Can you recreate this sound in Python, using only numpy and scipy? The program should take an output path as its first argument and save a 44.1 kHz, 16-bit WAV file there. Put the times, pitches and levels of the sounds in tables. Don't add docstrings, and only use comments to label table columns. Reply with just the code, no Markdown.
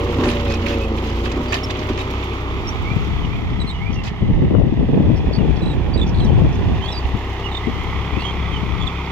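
import sys
import numpy as np
from scipy import signal
from scipy.fft import rfft, irfft, next_fast_len
from scipy.io import wavfile
from scipy.ndimage import uniform_filter1d, minimum_filter1d

SR = 44100
rng = np.random.default_rng(int(sys.argv[2]) if len(sys.argv) > 2 else 0)


def wav_record(signal):
    frames = np.transpose(np.atleast_2d(signal))
    bounded = np.clip(frames, -1, 1)
    quanta = np.round(bounded * 32767).astype(np.int16)
    wavfile.write(sys.argv[1], SR, quanta)


N = 401751
TIME = np.arange(N) / SR


def from_db(db):
    return 10 ** (np.asarray(db) / 20)


def rms_one(x):
    return x / np.sqrt(np.mean(x ** 2) + 1e-20)


def in_time(rows):
    s, *columns = np.transpose(rows)
    return [np.interp(TIME, s, column) for column in columns]


def at_hz(points, hz):
    f, value = np.transpose(points)
    return np.interp(np.log(hz + 1), np.log(f), value)


def coloured(x, spectrum):
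    size = next_fast_len(N)
    gain = from_db(at_hz(spectrum, np.fft.rfftfreq(size, 1 / SR)))
    return rms_one(irfft(rfft(x, size) * gain, size)[..., :N])


def drift(rate_hz):
    step, settle = 40, 2000
    r = np.exp(-2 * np.pi * rate_hz * step / SR)
    draws = rng.standard_normal(N // step + settle + 2)
    slow = signal.lfilter([1], [1, -2 * r, r * r], draws)[settle:]
    return np.interp(np.arange(N) / step, np.arange(len(slow)), rms_one(slow))


def spread(pair, alike):
    c = np.clip(alike, -1, 1)
    middle = np.sqrt((1 + c) / 2) * pair[0]
    side = np.sqrt((1 - c) / 2) * pair[1]
    return middle + side * [[1], [-1]]


def noise(alike):
    return spread(rng.standard_normal((2, N)), alike)


def panned(left_db):
    gains = from_db(np.array([[.5], [-.5]]) * left_db)
    return gains / np.sqrt(np.mean(gains ** 2, axis=0))


def delayed(x, ms):
    return np.interp(TIME - ms / 1000, TIME, x)


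def decaying(hits, fall_s):
    return rms_one(signal.lfilter([1], [1, -np.exp(-1 / (fall_s * SR))], hits + 1e-18))


def bandpass(x, band_hz):
    return signal.sosfilt(signal.butter(2, band_hz, "band", fs=SR, output="sos"), x)


# [t/s, swing f/Hz, swing level/dB, flutter level/dB, left-right difference/dB]
BUFFETS = [(2.913, 126, -5, -29, 18), (2.964, 149, 0, -21, 21), (3.245, 124, -7.5, -24, 17),
           (3.975, 121, -9, -30, 25), (4.217, 90, -2.5, -13.5, 8), (4.298, 129, 0.5, -18.5, 14),
           (4.322, 38, -2, -24, -18), (4.377, 69.6, -9, -20, 18), (4.427, 253, -6, -10.5, 21),
           (4.564, 60.5, -5, -12, 11), (4.622, 70, 0.5, -22, 20), (4.664, 130, -3, -14.5, 16),
           (4.724, 260, -1.5, -20, 18), (4.83, 91, -7, -17, -3), (4.935, 200, -9, -10.5, 17),
           (4.997, 150, -3, -8, 14), (5.091, 130, 1, -7.5, 17), (5.133, 90, -1, -14, 18),
           (5.262, 61, -4, -26, -18), (5.382, 161, 1.5, -16, 13), (5.621, 79.5, -8, -19.5, -16),
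           (5.955, 75.5, -6.5, -15, -13), (6.066, 200, -13, -17, 21), (6.245, 80.6, -2, -13, 6),
           (6.421, 141, 4, -14, 13), (7.046, 66, -7, -24, -25), (7.139, 104, -6.5, -18, 17),
           (7.671, 150, -10, -12.5, 20), (8.124, 60, -8, -22, 24), (8.169, 140, -5, -17, 22)]
# [f/Hz, relative level/dB]
SLAP = [(40, -30.5), (150, 3), (300, -1.5), (550, -17), (900, -35.5), (6000, -92.5)]
SWING_DAMPING, FLUTTER_S = 2.8, 0.0086


def buffets():
    out, t = np.zeros((2, N)), TIME[:SR // 5]
    flutter = coloured(rng.standard_normal(N), SLAP)
    for s, hz, swing_db, flutter_db, left_db in BUFFETS:
        span = slice(int(s * SR), int(s * SR) + len(t))
        age = SWING_DAMPING * hz * t
        swing = rng.choice([-1, 1]) * age * np.exp(1 - age) * np.sin(2 * np.pi * hz * t)
        tear = flutter[span] * t / FLUTTER_S * np.exp(1 - t / FLUTTER_S)
        sides = panned(left_db)
        eddy = from_db(swing_db) * swing + from_db(flutter_db) * tear
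        out[:, span] += eddy * sides / sides.max()
    return out


# [t/s, rumble level/dB, slap level/dB]
WIND_LEFT = [(2.72, -40, -46), (2.95, -18, -29), (3.12, -16, -27), (3.25, -20, -34), (3.55, -19, -24.5),
             (3.75, -30, -36), (3.88, -18.5, -32), (4.2, -34, -42), (4.23, -13.5, -21), (4.47, -20, -23.5),
             (4.57, -7, -9.5), (4.76, -18, -21.5), (5.08, -11, -14), (5.25, -19, -16.5),
             (5.47, -14.5, -21.5), (5.87, -27.5, -37), (6.28, -11.5, -21.5), (6.44, -14, -19),
             (6.8, -25, -44), (7.55, -36, -47), (7.72, -22, -39), (8.35, -29.5, -40), (8.55, -19.5, -28.5),
             (8.85, -20.5, -31), (9, -47, -55)]
WIND_RIGHT = [(2.35, -44, -61), (2.55, -26, -41), (3, -22.5, -28.5), (3.7, -26, -37), (4.19, -29, -26.5),
              (4.24, -17.5, -23.5), (4.6, -16.5, -21), (4.88, -17, -14.5), (5.15, -17.5, -19.5),
              (5.6, -28, -19), (5.72, -22.5, -23), (5.95, -12.5, -19), (6.07, -18.5, -22.5),
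              (6.45, -14, -18), (6.75, -14.5, -21.5), (6.8, -27, -32), (7.5, -52, -57)]
# [t/s, length/s]
LULLS = [(4.48, 0.023), (4.698, 0.034), (4.73, .03), (5.326, .04), (5.725, 0.024), (6.526, .04)]
# [f/Hz, relative level/dB]
RUMBLE = [(12, -15), (25, -11.5), (45, -3.5), (90, -2), (180, -9.5), (320, -24.5), (900, -60), (4000, -100)]
# [f/Hz, relative level/dB]
EDGE = [(150, -32), (400, -1.5), (600, -8.5), (900, -17.5), (1600, -46), (6000, -86.5)]
LULL_DEPTH_DB = 5.5
GUSTINESS_DB, GUSTS_HZ = 1.77, 3.1
WIND_TOP = .78


def wind(lumps_db, slaps_per_s, slap_s, steady, edge_db, edge_growth):
    rumble_db, slap_db = np.stack([in_time(WIND_LEFT), in_time(WIND_RIGHT)], axis=1)
    lulls = sum(1.0 * (TIME > s) * (TIME < s + length) for s, length in LULLS)
    gusts_db = GUSTINESS_DB * np.array([drift(GUSTS_HZ), drift(GUSTS_HZ)])
    gusts_db = gusts_db - LULL_DEPTH_DB * uniform_filter1d(lulls, size=SR // 80)
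    lumps = rms_one(from_db(lumps_db * np.array([drift(32), drift(26)])))
    rumble = coloured(noise(0), RUMBLE) * lumps
    hits = (rng.random((2, N)) < slaps_per_s / SR) * rng.uniform(0.91, 1, (2, N))
    eddies = steady + decaying(hits, slap_s)
    force = from_db(slap_db + gusts_db)
    slaps = force * coloured(noise(0) * eddies, SLAP)
    edge = from_db(edge_db) * force ** edge_growth * coloured(noise(0) * eddies, EDGE)
    pressure = from_db(rumble_db + gusts_db) * rumble + slaps + edge + buffets()
    return WIND_TOP * np.tanh(pressure / WIND_TOP)


BIRD_ECHO_DB, BIRD_ECHO_S = -6.5, 0.014


def scattered(x):
    tail = rng.standard_normal((2, SR // 8)) * np.exp(-TIME[:SR // 8] / BIRD_ECHO_S)
    tail = tail / np.sqrt(np.sum(tail ** 2, axis=1, keepdims=True))
    return from_db(BIRD_ECHO_DB) * signal.fftconvolve(x[None], tail, axes=1)[:, :N]


# [t/s, length/s, start f/Hz, end f/Hz, level/dB]
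WHISTLES = [(2.668, 0.032, 5200, 6100, -33.5), (2.829, 0.13, 2100, 2500, -38),
            (3.223, 0.042, 3100, 2840, -40.5), (3.308, 0.05, 2180, 2570, -41.5),
            (3.594, 0.039, 4020, 3890, -35.5), (3.662, 0.051, 4180, 4030, -38),
            (3.692, 0.03, 3630, 3870, -34.5), (3.732, 0.072, 3000, 2860, -42.5),
            (3.779, 0.15, 1976, 2630, -40.5), (3.949, 0.078, 2910, 2570, -41.5),
            (4.535, 0.043, 3000, 2870, -49), (5.375, 0.053, 3000, 2600, -46),
            (5.613, 0.036, 3900, 3930, -42.5), (5.685, 0.058, 3810, 3870, -41),
            (5.928, 0.039, 4630, 4620, -37), (6.006, .04, 3630, 3480, -33.5),
            (6.193, 0.068, 4130, 3880, -42), (6.203, 0.013, 3340, 3020, -37), (6.24, .034, 7200, 3630, -46),
            (6.27, 0.047, 3300, 2730, -44), (6.804, 0.13, 3050, 3640, -35.5), (6.858, .13, 3790, 3970, -42),
            (6.912, .03, 5700, 4950, -39), (6.928, 0.07, 4860, 4600, -35.5),
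            (7.431, 0.058, 2930, 2890, -33), (7.622, .057, 1980, 2100, -36), (8.113, 0.17, 2320, 3100, -39),
            (8.232, 0.092, 3280, 3165, -31), (8.507, 0.088, 3340, 2810, -35),
            (8.881, 0.033, 2750, 2345, -41), (8.952, 0.081, 2330, 2650, -48)]
# [t/s, length/s, f/Hz, level/dB, pulse rate/Hz, leap as a share of pitch]
TRILLS = [(5.326, 0.044, 4320, -37, 66, 1), (5.651, 0.039, 4000, -40, 54, -.3),
          (5.965, 0.055, 3930, -37, 48, -0.6), (6.843, 0.02, 4430, -40, 100, -.2),
          (7.511, 0.077, 3570, -33, 41, .4), (8.797, 0.047, 3410, -35, 91, -0.44),
          (8.863, 0.023, 3340, -31, 50, 0.75)]
# [t/s, length/s, centre f/Hz, level/dB]
BUZZES = [(3.912, 0.053, 5400, -47), (5.155, 0.047, 4940, -49), (5.55, 0.055, 4900, -50),
          (6.061, 0.046, 5460, -44), (6.128, 0.085, 3920, -44), (6.512, 0.055, 5670, -51),
          (8.191, 0.046, 4000, -41), (9.028, 0.044, 4660, -50)]
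# [f/Hz of that harmonic, level/dB against the fundamental]
OVERTONE = [(6500, -23), (7500, -18), (7900, -16), (8600, -14), (9300, -39), (11000, -31)]
TRILL_SETTLE = .2
BUZZ_HZ, BUZZ_DEPTH = 75, 0.26
BIRD_WOBBLE, BIRD_FLUTTER_DB = 0.011, 3.5
PULSE_UNEVEN = 0.1


def birds():
    out = np.zeros(N)
    waver, flutter = drift(100), from_db(BIRD_FLUTTER_DB * drift(80))

    def during(s, length):
        return slice(int(s * SR), int(s * SR) + int(length * SR))

    def pulsing(span, per_s):
        return np.cumsum(per_s * (1 + PULSE_UNEVEN * waver[span])) / SR % 1

    def add(span, hz, db, envelope):
        cycles = np.cumsum(hz * (1 + BIRD_WOBBLE * waver[span])) / SR
        phase = 2 * np.pi * cycles + np.cumsum(rng.normal(0, 0.038, len(hz)))
        tone = np.sin(phase) + from_db(at_hz(OVERTONE, 2 * hz)) * np.sin(2 * phase)
        out[span] += from_db(db) * rms_one(tone * envelope * flutter[span])

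    for s, length, start, end, db in WHISTLES:
        size = int(length * SR)
        add(during(s, length), np.geomspace(start, end, size), db, signal.windows.tukey(size, .6))
    for s, length, hz, db, per_s, leap in TRILLS:
        span = during(s, length)
        sweep = pulsing(span, per_s)
        glide = hz * (1 + leap * np.exp(-sweep / TRILL_SETTLE))
        add(span, glide, db, np.sin(np.pi * sweep ** 2) * signal.windows.tukey(len(sweep), .15))
    for s, length, hz, db in BUZZES:
        span = during(s, length)
        sweep = pulsing(span, BUZZ_HZ)
        fall = hz * (1 + BUZZ_DEPTH * (1 - 2 * sweep))
        add(span, fall, db, np.sin(np.pi * sweep) * signal.windows.tukey(len(sweep)))
    both_ports = np.array([out, delayed(out, 0.054)])
    return (both_ports + scattered(out)) * panned(-4.0)


# [t/s, distance/m]
DISTANCE = [(0, 4.18), (1, 4.6), (1.6, 4.9), (2.7, 5.1), (3.5, 8.2), (4.7, 11.7), (5.5, 6.5), (6.3, 5.52),
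            (7.2, 5.62), (8, 5.5), (9.11, 5.73)]
# [t/s, load 0-1]
LOAD = [(0, 1), (.75, 0.93), (1.15, 0.81), (2, 0.67), (2.45, 0.39), (4, 0.09), (7.3, 0.38), (8, 0.07),
        (9.11, 0.06)]
# [t/s, turn rate f/Hz]
SPEED = [(0, 29.5), (.3, 30.3), (.53, 28.6), (.7, 29.4), (.9, 27.7), (1.1, 27.9), (1.6, 32.1), (1.95, 31),
         (2.2, 33), (2.45, 31.4), (3.1, 35.2), (5, 34.5), (6, 29.6), (6.9, 32.3), (7.55, 32.9), (7.8, 34.6),
         (8.3, 34), (9.11, 34)]
USUAL_M, USUAL_TURNS_PER_S = 6, 32


def loudness(rule):
    db, distance_db, load_db, speed_db = rule
    (metres,), (load,), (speed,) = in_time(DISTANCE), in_time(LOAD), in_time(SPEED)
    lost_db = distance_db * np.log2(metres / USUAL_M)
    return from_db(db - lost_db + load_db * load + speed_db * (speed - USUAL_TURNS_PER_S))


# [f/Hz, relative level/dB]
SOIL = [(600, -10), (1500, 3.5), (3000, 5.5), (5000, -8), (7000, -12.5), (9000, -30.5), (11500, -22),
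        (16000, -25)]
# [lowest f/Hz, highest f/Hz]
CLOD_BANDS = [(200, 2200), (2200, 4000), (4000, 6500), (6500, 18000)]
# [level/dB at usual distance and speed without load, loss/dB per doubling of distance,
# gain/dB at full load, gain/dB per extra turn per s]
SOIL_LEVEL = (-41.5, 10, 4, 1.28)


def soil(clods_per_s, size_db, crumble_s, hiss):
    load, = in_time(LOAD)
    busy = load ** 2 * from_db(4.5 * drift(10))
    out = 0
    for band in CLOD_BANDS:
        born = rng.random(N) < clods_per_s * busy / SR
        snaps = born * from_db(size_db * np.minimum(rng.exponential(1, N), 3))
        out = out + bandpass(noise(0.032) * (decaying(snaps, crumble_s) + hiss), band)
    return loudness(SOIL_LEVEL) * coloured(out, SOIL)


def bursts(rows, rise_s, fall_s):
    out = np.zeros(N)
    for s, length, db in rows:
        start = int(s * SR)
        t = TIME[:N - start][:SR]
        fall = np.exp(-np.maximum(t - length, 0) / fall_s)
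        out[start:][:len(t)] += from_db(db) * (1 - np.exp(-t / rise_s)) * fall
    return out


def crackle(ragged_db, rate_hz):
    edges = np.geomspace(500, 16000, 11)
    chips = 0
    for band in zip(edges, edges[1:]):
        flare = from_db(ragged_db * np.minimum(drift(rate_hz), 1.5))
        chips = chips + bandpass(noise(0), band) * flare
    return rms_one(chips)


def resonance(x, hz, width):
    r = np.exp(-np.pi * width / SR)
    feedback = [1, -2 * r * np.cos(2 * np.pi * hz / SR), r * r]
    return signal.lfilter((1 - r * r) / 2 * np.array([1, 0, -1]), feedback, x)


# [t/s, hold length/s, relative level/dB]
SCRAPES = [(.235, 0.034, -30), (.28, 0.055, -30.5), (.5, 0.024, -29), (.538, 0.0075, -27.5),
           (.662, 0.0068, -22.5), (1.248, 0.013, -30), (1.315, 0.0089, -32), (1.522, 0.0099, -22.5),
           (1.541, 0.0076, -21.5), (1.552, 0.018, -35), (1.698, 0.013, -28.5), (1.888, 0.0045, -30.5),
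           (1.975, 0.042, -30.5), (4.035, 0.051, -33.5)]
# [f/Hz, relative level/dB]
SCRAPE = [(600, 12.5), (1500, 4), (2600, 9.5), (4700, 1.5), (6000, -4), (7500, -10), (9000, -39),
          (11000, -16.5), (16000, -49)]
# [f/Hz, width/Hz, relative level/dB]
TINES = [(1800, 76, 7), (2545, 26, 11.5), (3480, 40, 5), (3850, 170, -1), (5040, 26, -7), (5700, 43, -14)]
# [t/s, length/s, f/Hz, peak level/dB]
SQUEAKS = [(0.272, 0.038, 9100, -45), (0.467, 0.12, 2510, -31.5), (0.535, 0.013, 5450, -33),
           (0.701, 0.062, 2580, -34), (0.801, 0.069, 2570, -31), (1.464, 0.13, 4700, -39),
           (1.63, 0.027, 5370, -27.5)]
# [t/s, hold length/s, level/dB]
THUDS = [(.185, 0.097, -17.5), (1.366, 0.012, -19.5), (1.4, 0.0087, -25), (1.896, 0.0068, -16.5)]
# [f/Hz, relative level/dB]
FRAME = [(50, 11), (150, -1), (240, 11.5), (370, 7), (520, 0), (700, -13), (1000, -3), (2000, -24),
         (8000, -72)]
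TINE_CHANGE_DB = 5.5


def cultivator():
    grit = crackle(ragged_db=6.0, rate_hz=87) * bursts(SCRAPES, rise_s=0.00088, fall_s=0.01)
    ringing = 0
    for hz, width, db in TINES:
        ringing = ringing + from_db(db + TINE_CHANGE_DB * drift(2.9)) * resonance(grit, hz, width)
    rasp = 0.49 * rms_one(ringing) + 1.19 * coloured(grit, SCRAPE)
    thuds = coloured(noise(0.99), FRAME) * bursts(THUDS, rise_s=0.0004, fall_s=0.015)
    squeaks = np.zeros(N)
    for s, length, hz, db in SQUEAKS:
        size = int(length * SR)
        slip = np.cumsum(rng.normal(0, 0.075, size))
        tone = np.sin(2 * np.pi * hz * TIME[:size] + slip)
        squeaks[int(s * SR):][:size] += from_db(db) * signal.windows.tukey(size) * tone
    return rasp * np.std(grit) + squeaks + thuds


def combustion(turns, spectrum, rough, throb_db, alike):
    size = 2700
    cycle = rng.standard_normal((2, size))[:, (turns / 2 % 1 * size).astype(int)]
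    source = np.sqrt(1 - rough) * spread(cycle, alike) + np.sqrt(rough) * noise(alike)
    strokes = np.cos(2 * np.pi * turns) + 0.69 * np.cos(4 * np.pi * turns)
    return coloured(source * from_db(throb_db * strokes), spectrum)


# [t/s, lag/ms]
GROUND = [(0, 0.93), (1, 0.95), (2, 0.85), (3, 0.847), (4, 0.95), (5, 1.14), (6, 1.193), (7, 1.093),
          (8, 0.896), (9.11, 0.854)]


def over_ground(x, bounce):
    lag_ms, = in_time(GROUND)
    echo = signal.sosfilt(signal.butter(1, 9000, fs=SR, output="sos"), x)
    return rms_one(x + bounce * np.array([delayed(side, lag_ms) for side in echo]))


# [multiple of crank speed, level/dB heavily loaded, level/dB lightly loaded]
ORDERS = [(1, -7, -6.5), (2, 1, 0.5), (3, 1.5, -8), (4, -31.5, -7), (5, -41.5, -5.5), (6, -16.5, -19.5),
          (8, -0.5, -34.5), (12, -8.5, -20), (16, -3.5, -52)]


def drone(turns, waver_db):
    load, = in_time(LOAD)
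    out = 0
    for order, heavy_db, light_db in ORDERS:
        level = from_db(light_db + load * (heavy_db - light_db) + waver_db * drift(5.0))
        out = out + np.sqrt(2) * level * np.sin(2 * np.pi * (order * turns + rng.random()))
    return out * panned(3.5 - 4 * load)


# [t/s, level/dB]
WHINE = [(0, -30), (.13, -41), (.32, -30.5), (.5, -31), (.59, -44), (.68, -29.5), (1, -42.5), (1.5, -38),
         (2.05, -40), (2.17, -46), (3, -49.5), (9.11, -65.5)]
WHINE_PER_TURN = 19.38


def gear_whine(turns, flutter_db):
    level_db, = in_time(WHINE)
    phase = 2 * np.pi * WHINE_PER_TURN * turns + 0.42 * drift(6.5)
    level = from_db(level_db + flutter_db * drift(22.0))
    return np.sqrt(2) * np.sin(phase) * level * panned(-2)


# [t/s, lead/ms]
BEARING = [(0, 0.17), (2.3, 0.2), (4, 0.11), (6, 0.082), (9.11, 0.051)]
# [f/Hz, relative level/dB]
EXHAUST = [(60, -17.5), (110, 6), (170, -3), (250, 2.5), (380, 3), (500, -2), (700, -16.5), (1200, -28),
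           (6000, -83.5)]
KNOCK = [(250, -38.5), (500, -7), (750, 5.5), (950, 3), (1300, 0.5), (1700, -17.5), (2500, -12),
         (8000, -69)]
CLATTER = [(900, 4), (1500, 2.5), (2000, 14.5), (2700, 8.5), (3500, 8), (4300, -10.5), (5500, -11),
           (7200, -43.5), (8700, -70), (11000, -31), (16000, -39.5)]
# [level/dB at usual distance and speed without load,
# loss/dB per doubling of distance, gain/dB at full load, gain/dB per extra turn per s]
DRONE_LEVEL = (-27, 2, -4, -0.58)
EXHAUST_LEVEL = (-35, 12, 5.5, 0.35)
KNOCK_LEVEL = (-34.5, 9, -2, 0.37)
CLATTER_LEVEL = (-36, 6.5, -5.5, 0.78)


def tractor():
    speed, = in_time(SPEED)
    turns = np.cumsum(speed * (1 + .003 * drift(6))) / SR
    exhaust = over_ground(combustion(turns, EXHAUST, rough=0.67, throb_db=2.0, alike=1.0), bounce=0.18)
    knock = over_ground(combustion(turns, KNOCK, rough=0.79, throb_db=1.3, alike=0.83), bounce=0.41)
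    clatter = over_ground(combustion(turns, CLATTER, rough=0.63, throb_db=1.8, alike=0.64), bounce=0.41)
    hum = loudness(DRONE_LEVEL) * drone(turns, waver_db=2.0) + gear_whine(turns, flutter_db=2.9)
    block = loudness(KNOCK_LEVEL) * knock + loudness(CLATTER_LEVEL) * clatter
    left, right = hum + loudness(EXHAUST_LEVEL) * exhaust + block
    lead_ms, = in_time(BEARING)
    return np.array([left, delayed(right, lead_ms)])


# [f/Hz, left-right difference/dB]
PORTS = [(300, -1), (700, 2), (1300, -5), (2300, -5.5), (3200, -9), (4400, -1), (6000, -0.5), (8000, 7.5),
         (15000, -2)]


def ports(x):
    size = next_fast_len(N)
    gains = panned(at_hz(PORTS, np.fft.rfftfreq(size, 1 / SR)))
    return irfft(rfft(x, size) * gains, size)[:, :N]


def scene():
    breeze = wind(lumps_db=0.5, slaps_per_s=90, slap_s=0.0039, steady=.25, edge_db=-2.5, edge_growth=1.454)
    crumbling = soil(clods_per_s=240, size_db=4.5, crumble_s=0.004, hiss=2.03)
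    field = birds() + crumbling + cultivator() + tractor()
    return ports(field) + breeze + from_db(-81) * noise(0)


LOW_CUT_HZ, CUTOFF_HZ = 20, 15800


def record(dry):
    heard = signal.sosfilt(signal.butter(4, LOW_CUT_HZ, "high", fs=SR, output="sos"), dry)
    room = np.minimum(.85 / (np.abs(heard).max(axis=0) + 1e-9), 1)
    hold = SR // 50
    ducked = minimum_filter1d(room, 2 * hold)
    gain = uniform_filter1d(uniform_filter1d(ducked, hold), hold)
    return signal.sosfilt(signal.ellip(12, .1, 80, CUTOFF_HZ, fs=SR, output="sos"), heard * gain)


dry = scene()
out = record(dry)
wav_record(out)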